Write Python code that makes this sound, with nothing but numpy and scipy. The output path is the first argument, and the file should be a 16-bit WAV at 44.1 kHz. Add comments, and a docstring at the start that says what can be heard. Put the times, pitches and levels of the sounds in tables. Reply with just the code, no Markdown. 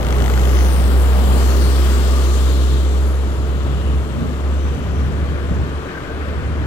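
"""A scooter gathers speed on a wet city road: its exhaust drones, its belt whines, its gears hum.
A bus overtakes close on the left, its tyres throwing hissing spray, then draws away into the traffic roar.
A diesel engine knocks in the first second; near the end, the tyres of oncoming cars ring.
Gusts of wind buffet the rider's two microphones more and more; the right one is muffled."""
import sys
import numpy as np
from scipy import signal
from scipy.fft import rfft, irfft
from scipy.io import wavfile
from scipy.ndimage import map_coordinates

SR = 44100
rng = np.random.default_rng(int(sys.argv[2]) if len(sys.argv) > 2 else 0)


def inscribe(sig):
    """Save sig as 16-bit PCM at rate SR to the path in sys.argv[1].

    A 1-D sig is mono; a 2-D sig holds one channel per row.
    Samples are clipped to [-1, 1] before scaling.
    """
    pcm = np.round(np.clip(np.atleast_2d(sig).T, -1, 1) * 32767)
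    wavfile.write(sys.argv[1], SR, pcm.astype(np.int16))


N = 293706
TIME = np.arange(N) / SR
FREQ = np.maximum(np.arange(N // 2 + 1) * SR / N, 1)
TOP_HZ = 15700  # the microphones cut off above this

# bus wheels going by: alongside_s, passing_s (time to get 45 degrees ahead), spray_db, rush_db
BUS_WHEELS = [(.5, 0.42, -34.5, -35), (1.53, 0.56, -32, -42)]


def exhaust(phase):
    """The scooter's silencer leaves a deep, wavering drone with fainter overtones above it."""
    # slow rise and fall of the drone: time_s, level_db
    drone_levels = [(0, -23), (.1, -15), (.5, -12), (2.0, -12.5), (3.12, -14.5), (3.32, -17.5),
                    (3.75, -18.5), (3.95, -15.5), (4.5, -16.5), (5.5, -20), (6.2, -25.5), (6.66, -19.5)]
    # brief dips of the drone: start_s, length_s, depth_db
    dips = [(4.02, 0.41, 6.5), (4.732, 0.16, 7), (5.092, 0.066, 6), (5.607, 0.15, 4), (5.809, 0.28, 15)]
    # the tone an octave above the drone: time_s, level_db
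    octave_levels = [(0, -30), (.5, -29), (.65, -35), (1.2, -34), (1.65, -30.5), (2.1, -34.5), (2.78, -30),
                     (2.95, -38), (3.8, -33), (4.5, -40), (5.5, -37), (6.0, -46), (6.66, -38)]
    # higher overtones: pitch_multiple, relative_db
    overtone_levels = [(3, -6.5), (4, -10), (5, -8), (6, -9.5)]
    drone_db, = curves(drone_levels)
    dip_db = sum(db * (fade_in(s, .012) - fade_in(s + length, .012)) for s, length, db in dips)
    drone = np.sin(phase) * gain(drone_db - dip_db + .38 * wander(8))
    octave = np.sin(2 * phase) * gain(*curves(octave_levels))
    overtones = sum(gain(db + 1.6 * wander(1.2)) * np.sin(multiple * phase + rng.uniform(0, 2 * np.pi))
                    for multiple, db in overtone_levels)
    overtones *= gain(-34 - 6 * fade_in(3.1, .38))  # they sink once the wind is up
    return np.sqrt(2) * (drone + octave + overtones)


def drive():
    """The scooter's belt whines along with the engine; its gears hum along with the road speed."""
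    # belt whine: time_s, pitch_hz, level_db
    belt = [(0, 412, -33), (.5, 415, -34), (.65, 414, -41), (.9, 414, -36), (1.15, 410, -41),
            (1.33, 400, -35), (1.55, 403, -31), (1.75, 406, -35), (2.2, 410, -35), (3.0, 420, -37),
            (3.9, 435, -40), (4.5, 433, -46), (6.66, 457, -44)]
    # gear hum: time_s, pitch_hz, level_db
    gears = [(0, 200, -39), (.6, 203, -39), (.85, 202, -34), (1.15, 200, -36), (1.4, 200, -42),
             (3.1, 209, -41), (3.7, 224, -39), (4.25, 243, -36), (4.5, 250, -45), (4.8, 256, -39),
             (5.5, 268, -45), (6.0, 280, -48), (6.66, 295, -41)]
    return whine(belt, wobble=.0015, flutter_db=1.2) + whine(gears, wobble=.0105, flutter_db=3.5)


def whine(table, wobble, flutter_db):
    """A turning part makes one tone, a little unsteady in pitch and loudness."""
    hz, db = curves(table)
    return np.sqrt(2) * np.sin(spin(hz, wobble)) * gain(db + flutter_db * wander(8.9))


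def bus_engine():
    """As the side and tail of the bus go by, different overtones of its engine stand out."""
    # how fast the engine fires: time_s, rate_hz
    firing_rates = [(1.3, 56.98), (1.9, 57.6), (2.3, 59.2), (2.7, 59.8), (3.0, 61.5)]
    # its overtones: pitch_multiple, loudest_s, width_s, level_db
    overtones = [(4, 1.8, 0.66, -34.5), (5, 2.65, 0.28, -36), (6, 1.76, 0.39, -36)]
    phase = spin(*curves(firing_rates), wobble=.003)
    return sum(np.sqrt(2) * np.sin(multiple * phase) * swell(s, width) * gain(db + 1.5 * wander(9.1))
               for multiple, s, width, db in overtones)


def spray():
    """Countless droplets fly off each wet bus tyre and trail behind in a hissing cloud."""
    # tone of the spray: pitch_hz, relative_db
    spray_tone = [(1200, -26), (2400, -7), (3100, 1.5), (4400, 1.5), (5300, -1.5), (6300, -0.5), (6900, -2),
                  (7300, 2), (8200, -1), (9100, 0.5), (9900, -3), (10600, -2.5), (13500, -3), (15500, -6)]
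    drop_sizes = np.minimum(rng.exponential(size=N // 16 + 1), 6)
    drops = stereo_noise(shared=.15) * gain(1.23 * np.repeat(drop_sizes, 16)[:N])
    hiss = shape_tone(spray_echo(drops), spray_tone)
    # the finest hiss is lost as the bus draws away
    far = np.clip((TIME - .94) / 1.3, 0, 1)
    hiss = (1 - far) * hiss + far * shape_tone(hiss, [(7000, 0), (13000, -7)])
    hiss = normalise(shimmer(hiss, band_hz=700, depth_db=1.3, rate_hz=9))
    trail_s, cloud_s = .022, 2.214  # the spray's lag behind a wheel; when the cloud is nearest
    wheels = [gain(db) * pass_by(s + trail_s, passing_s) for s, passing_s, db, _ in BUS_WHEELS]
    cloud = gain(-31) * swell(cloud_s, .5)
    wet_road = gain(-39 - 2 * np.abs(TIME - cloud_s))
    return hiss * combine(*wheels, cloud, wet_road)


def spray_echo(hiss):
    """A surface by the microphones reflects the hiss, later as a wheel moves ahead: the whoosh falls."""
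    # each wheel's echo: alongside_s, passing_s, strongest_s, width_s, strength (0-1)
    echoes = [(.277, .868, .73, .29, .31), (1.4, .517, 1.636, .21, .21)]
    side_lag_s, ahead_lag_s, edge_lag_s = .000131, .000304, .000055
    # from about 2.4 s on, a steady echo sets in
    out = hiss + .17 * fade_in(2.41, .12) * delay(hiss, lag_s=.000284)
    for alongside_s, passing_s, strongest_s, width_s, strength in echoes:
        angle = np.arctan((TIME - alongside_s) / passing_s)
        lag_s = side_lag_s + (ahead_lag_s - side_lag_s) * np.sin(angle)
        lag_s *= 1 + .02 * wander(7)
        # the surface's edge sends back an upside-down copy
        echo = delay(hiss, lag_s) - .5 * delay(hiss, lag_s + edge_lag_s)
        shake = 1 + .22 * wander(10)  # the echo comes and goes as the microphones shake
        out += strength * swell(strongest_s, width_s) * shake * echo
    return out


def wind():
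    """Swirling air rumbles on the microphones and comes in gusts; a few hit hard."""
    # tone of the wind: pitch_hz, relative_db
    wind_tone = [(15, -26), (30, -12.5), (55, 2), (90, 3), (140, -1), (220, -4), (400, -19.5), (1000, -66),
                 (6000, -95)]
    # long swells and hard buffets: peak_s, level_db, width_s
    gusts = [(0.205, -26, 0.23), (0.81, -26.5, 0.12), (1.296, -27, 0.094), (1.68, -32, 0.072),
             (2.793, -36, 0.16), (3.712, -27.5, 0.27), (4.217, -24.5, 0.064), (4.907, -24, 0.18),
             (5.303, -28.5, 0.16), (5.519, -16, 0.0068), (5.611, -23, 0.05), (6.48, -27, 0.17)]
    rumble = toned_noise(wind_tone, shared=.71)
    strength = gain(-36) + sum(gain(db) * swell(s, width) for s, db, width in gusts)
    return rumble * strength * gain(.5 * wander(26))


def traffic(scooter_phase):
    """Engines and wheels roar and tyres rush, louder beside the bus, pulsing faintly with the scooter."""
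    # tone of the low roar: pitch_hz, relative_db
    roar_tone = [(60, -1.5), (150, -2), (220, -2), (320, 1.5), (480, -0.5), (630, -4), (850, -12),
                 (1300, -12.5), (8000, -61)]
    # tone of the tyre rush: pitch_hz, relative_db
    rush_tone = [(500, -9.5), (920, -2.5), (1180, 2), (1550, -4), (1900, -5.5), (2400, -9), (3050, -8.5),
                 (4200, -16.5), (6000, -23), (15000, -52)]
    beside_bus = 1 - fade_in(2.5, .25)
    wheels = [gain(db) * pass_by(s, passing_s) for s, passing_s, _, db in BUS_WHEELS]
    roar_gain = combine(gain(-27 - .27 * TIME), gain(-27.5) * beside_bus)
    rush_gain = combine(gain(-34), gain(-28.5) * beside_bus * fade_in(.044, 1), *wheels)
    roar = toned_noise(roar_tone, shared=.98) * roar_gain * gain(.13 * wander(3.2))
    rush = toned_noise(rush_tone, shared=.38) * rush_gain * gain(.73 * wander(32))
    return (roar + rush) * (1 + .046 * np.cos(scooter_phase))


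def noise_swells():
    """Short swells of low rumble, rush and high hiss, each around one pitch."""
    # the swells: peak_s, width_s, pitch_hz, spread_hz, level_db
    swells = [(.154, 0.54, 710, 164, -30), (1.254, 0.26, 660, 260, -28.5), (0.603, 0.1, 6200, 400, -40),
              (0.687, 0.058, 11500, 3200, -41), (0.748, 0.065, 9200, 270, -37.5),
              (1.022, 0.029, 10500, 2500, -37), (1.24, 0.052, 201, 24, -26.5),
              (4.23, 0.097, 240.5, 13, -27.5), (1.3, 0.12, 3100, 220, -39.5), (1.49, 0.087, 6500, 900, -39),
              (1.53, 0.13, 4400, 230, -38.5), (1.782, 0.046, 4960, 360, -42), (1.98, 0.17, 7000, 1300, -41),
              (1.9, .08, 2600, 900, -37), (2.22, 0.15, 1210, 52, -36), (2.62, 0.19, 3680, 550, -38.5),
              (3.08, .03, 11500, 2500, -45), (3.7, 0.2, 3300, 600, -44.5), (3.86, .1, 2880, 170, -44),
              (4.67, .14, 6000, 210, -49.5), (4.98, .09, 5850, 400, -51), (4.75, 0.23, 2900, 450, -46),
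              (5.97, 0.05, 2000, 200, -43)]
    # brief rings in the oncoming traffic: peak_s, width_s, pitch_hz, spread_hz, level_db
    rings = [(5.74, .025, 1230, 16, -38), (5.885, .012, 1720, 50, -42), (5.975, .022, 1570, 80, -32),
             (6.1, .024, 1570, 65, -32)]
    out = 0
    for peak_s, width_s, pitch_hz, spread_hz, db in swells + rings:
        band = np.exp(-.5 * ((FREQ - pitch_hz) / spread_hz) ** 2)
        noise = irfft(rfft(stereo_noise(shared=.11)) * band, N)
        out += normalise(noise) * gain(db) * swell(peak_s, width_s)
    return out * gain(1.5 * wander(50))  # a fast flutter makes them rasp


def diesel_knock():
    """A diesel engine knocks close by in the first second, then fades; each firing rings its block."""
    # strength of each cylinder, in firing order: relative_db
    cylinders = [-1.3, .3, -.7, .8]
    # the hardest knocks: start_s, extra_db
    hard_knocks = [(.029, 3.5), (.125, 6), (.299, 2.5), (.338, 3), (.376, 2), (.55, 2.5), (.628, 3.5),
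                   (.647, 3), (.879, 6)]
    # ring of the block: pitch_hz, relative_db
    block_tone = [(400, -25), (1000, -5), (1450, 3), (1750, -3), (2080, 4), (2450, -9), (3100, 0),
                  (3800, -7.5), (5300, -12), (6200, -6), (6800, -13), (7450, -8), (8500, -21), (15000, -32)]
    first_s, firing_hz, decay_s = .0095, 51.77, .0024
    cycles = (TIME - first_s) * firing_hz
    knock_number = np.floor(cycles).astype(int)
    since_knock_s = (cycles % 1) / firing_hz
    hard_db = sum(db * (knock_number == round((s - first_s) * firing_hz)) for s, db in hard_knocks)
    chance_db = .7 * rng.standard_normal(N // 100)[knock_number]
    strength = gain(np.take(cylinders, knock_number, mode="wrap") + hard_db + chance_db)
    knocks = stereo_noise(shared=.96) * strength * np.exp(-since_knock_s / decay_s)
    return normalise(shape_tone(knocks, block_tone)) * gain(-32.3) * swell(peak_s=.35, width_s=.4)


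def oncoming_cars():
    """Cars in the far lanes come nearer, their tyres ringing unevenly."""
    # ring of their tyres: pitch_hz, relative_db
    tyre_tone = [(600, -25), (950, -19), (1200, -3), (1550, 9), (1900, -0.5), (2500, -2.5), (3000, -13),
                 (3800, -18.5), (6000, -21), (15000, -56)]
    tyres = toned_noise(tyre_tone, shared=.37)
    return tyres * swell(peak_s=6.17, width_s=1) * gain(-36.5 + 2 * wander(27))


def gain(db):
    """Turn decibels into a number to multiply by."""
    return 10 ** (np.asarray(db) / 20)


def combine(*gains):
    """The overall gain of unrelated sounds: their powers add up."""
    return np.sqrt(sum(g ** 2 for g in gains))


def normalise(x):
    """Scale a sound to an average power of 1."""
    return x / np.sqrt(np.mean(x ** 2))


def curves(table):
    """Join a table's rows with straight lines in time: one curve for each column after the first."""
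    times, *columns = np.transpose(table)
    return [np.interp(TIME, times, column) for column in columns]


def fade_in(middle_s, width_s):
    """A soft step from 0 to 1."""
    return .5 + .5 * np.tanh(.5 * (TIME - middle_s) / width_s)


def swell(peak_s, width_s):
    """A bell-shaped rise and fall, down to about 0.6 at width_s either side of the peak."""
    return np.exp(-.5 * ((TIME - peak_s) / width_s) ** 2)


def pass_by(alongside_s, passing_s):
    """A wheel is loudest alongside, and fainter with distance and as its side turns away."""
    return 1 / (1 + ((TIME - alongside_s) / passing_s) ** 2)


def wander(rate_hz):
    """A smooth random curve of typical size 1, changing about rate_hz times a second."""
    return normalise(irfft(rfft(rng.standard_normal(N)) * np.exp(-(FREQ / rate_hz) ** 2), N))


def spin(hz, wobble):
    """The phase (angle turned) of a shaft whose speed wavers a little."""
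    return 2 * np.pi * np.cumsum(hz * (1 + wobble * wander(9))) / SR


def stereo_noise(shared):
    """Noise at the two microphones, with a share (0-1) common to both."""
    noise = rng.standard_normal((3, N))
    return np.sqrt(shared) * noise[0] + np.sqrt(1 - shared) * noise[1:]


def shape_tone(x, tone):
    """Turn pitches up or down along a list of (pitch_hz, relative_db) points."""
    hz, db = np.transpose(tone)
    return irfft(rfft(x) * gain(np.interp(np.log(FREQ), np.log(hz), db)), N)


def toned_noise(tone, shared):
    """Stereo noise with the given tone and an average power of 1."""
    return normalise(shape_tone(stereo_noise(shared), tone))


def delay(x, lag_s):
    """Make both channels arrive later."""
    return np.array([map_coordinates(channel, [(TIME - lag_s) * SR], order=3) for channel in x])


def shimmer(x, band_hz, depth_db, rate_hz):
    """Let each band of pitches in a hiss swell and sink on its own."""
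    spectrum = rfft(x)
    out = 0
    for hz in np.arange(0, TOP_HZ + band_hz, band_hz):
        band = np.maximum(1 - np.abs(FREQ - hz) / band_hz, 0)
        out += irfft(spectrum * band, N) * gain(depth_db * wander(rate_hz))
    return out


def scene():
    """Scooter, street, spray and wind at the two microphones."""
    # the scooter's engine speeding up: time_s, pitch_hz
    engine_pitch = [(0, 63.2), (1.0, 64.7), (1.3, 65.3), (2.4, 65.4), (3.0, 66.8), (3.7, 67.9), (4.6, 69.9),
                    (5.6, 72.3), (6.66, 73.2)]
    phase = spin(*curves(engine_pitch), wobble=.0013)
    scooter = drive() + exhaust(phase)
    street = bus_engine() + diesel_knock() + traffic(phase) + oncoming_cars() + noise_swells()
    return scooter + street + spray() + wind()


def record(dry):
    """The right microphone hears later and duller; both lose the highest treble."""
    # muffling on the right: pitch_hz, change_db
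    muffling = [(70, .4), (130, -1), (260, -2), (650, -4.3), (1300, -4), (2000, -7.3), (4400, -11.5),
                (6000, -19.5), (8400, -30), (10000, -23), (11800, -20), (13000, -7.5), (15500, -6.5)]
    # how far the right trails the left: pitch_hz, lag_radians
    phase_lags = [(66, .68), (350, .8), (700, 1.26), (1400, 1.75), (3000, 1.85)]
    left, right = dry
    lag = np.interp(FREQ, *np.transpose(phase_lags))
    right = irfft(rfft(shape_tone(right, muffling)) * np.exp(-1j * lag), N)
    low_pass = signal.ellip(10, .1, 90, TOP_HZ, fs=SR, output="sos")
    return signal.sosfilt(low_pass, np.array([left, right]))


dry = scene()
out = record(dry)
inscribe(out)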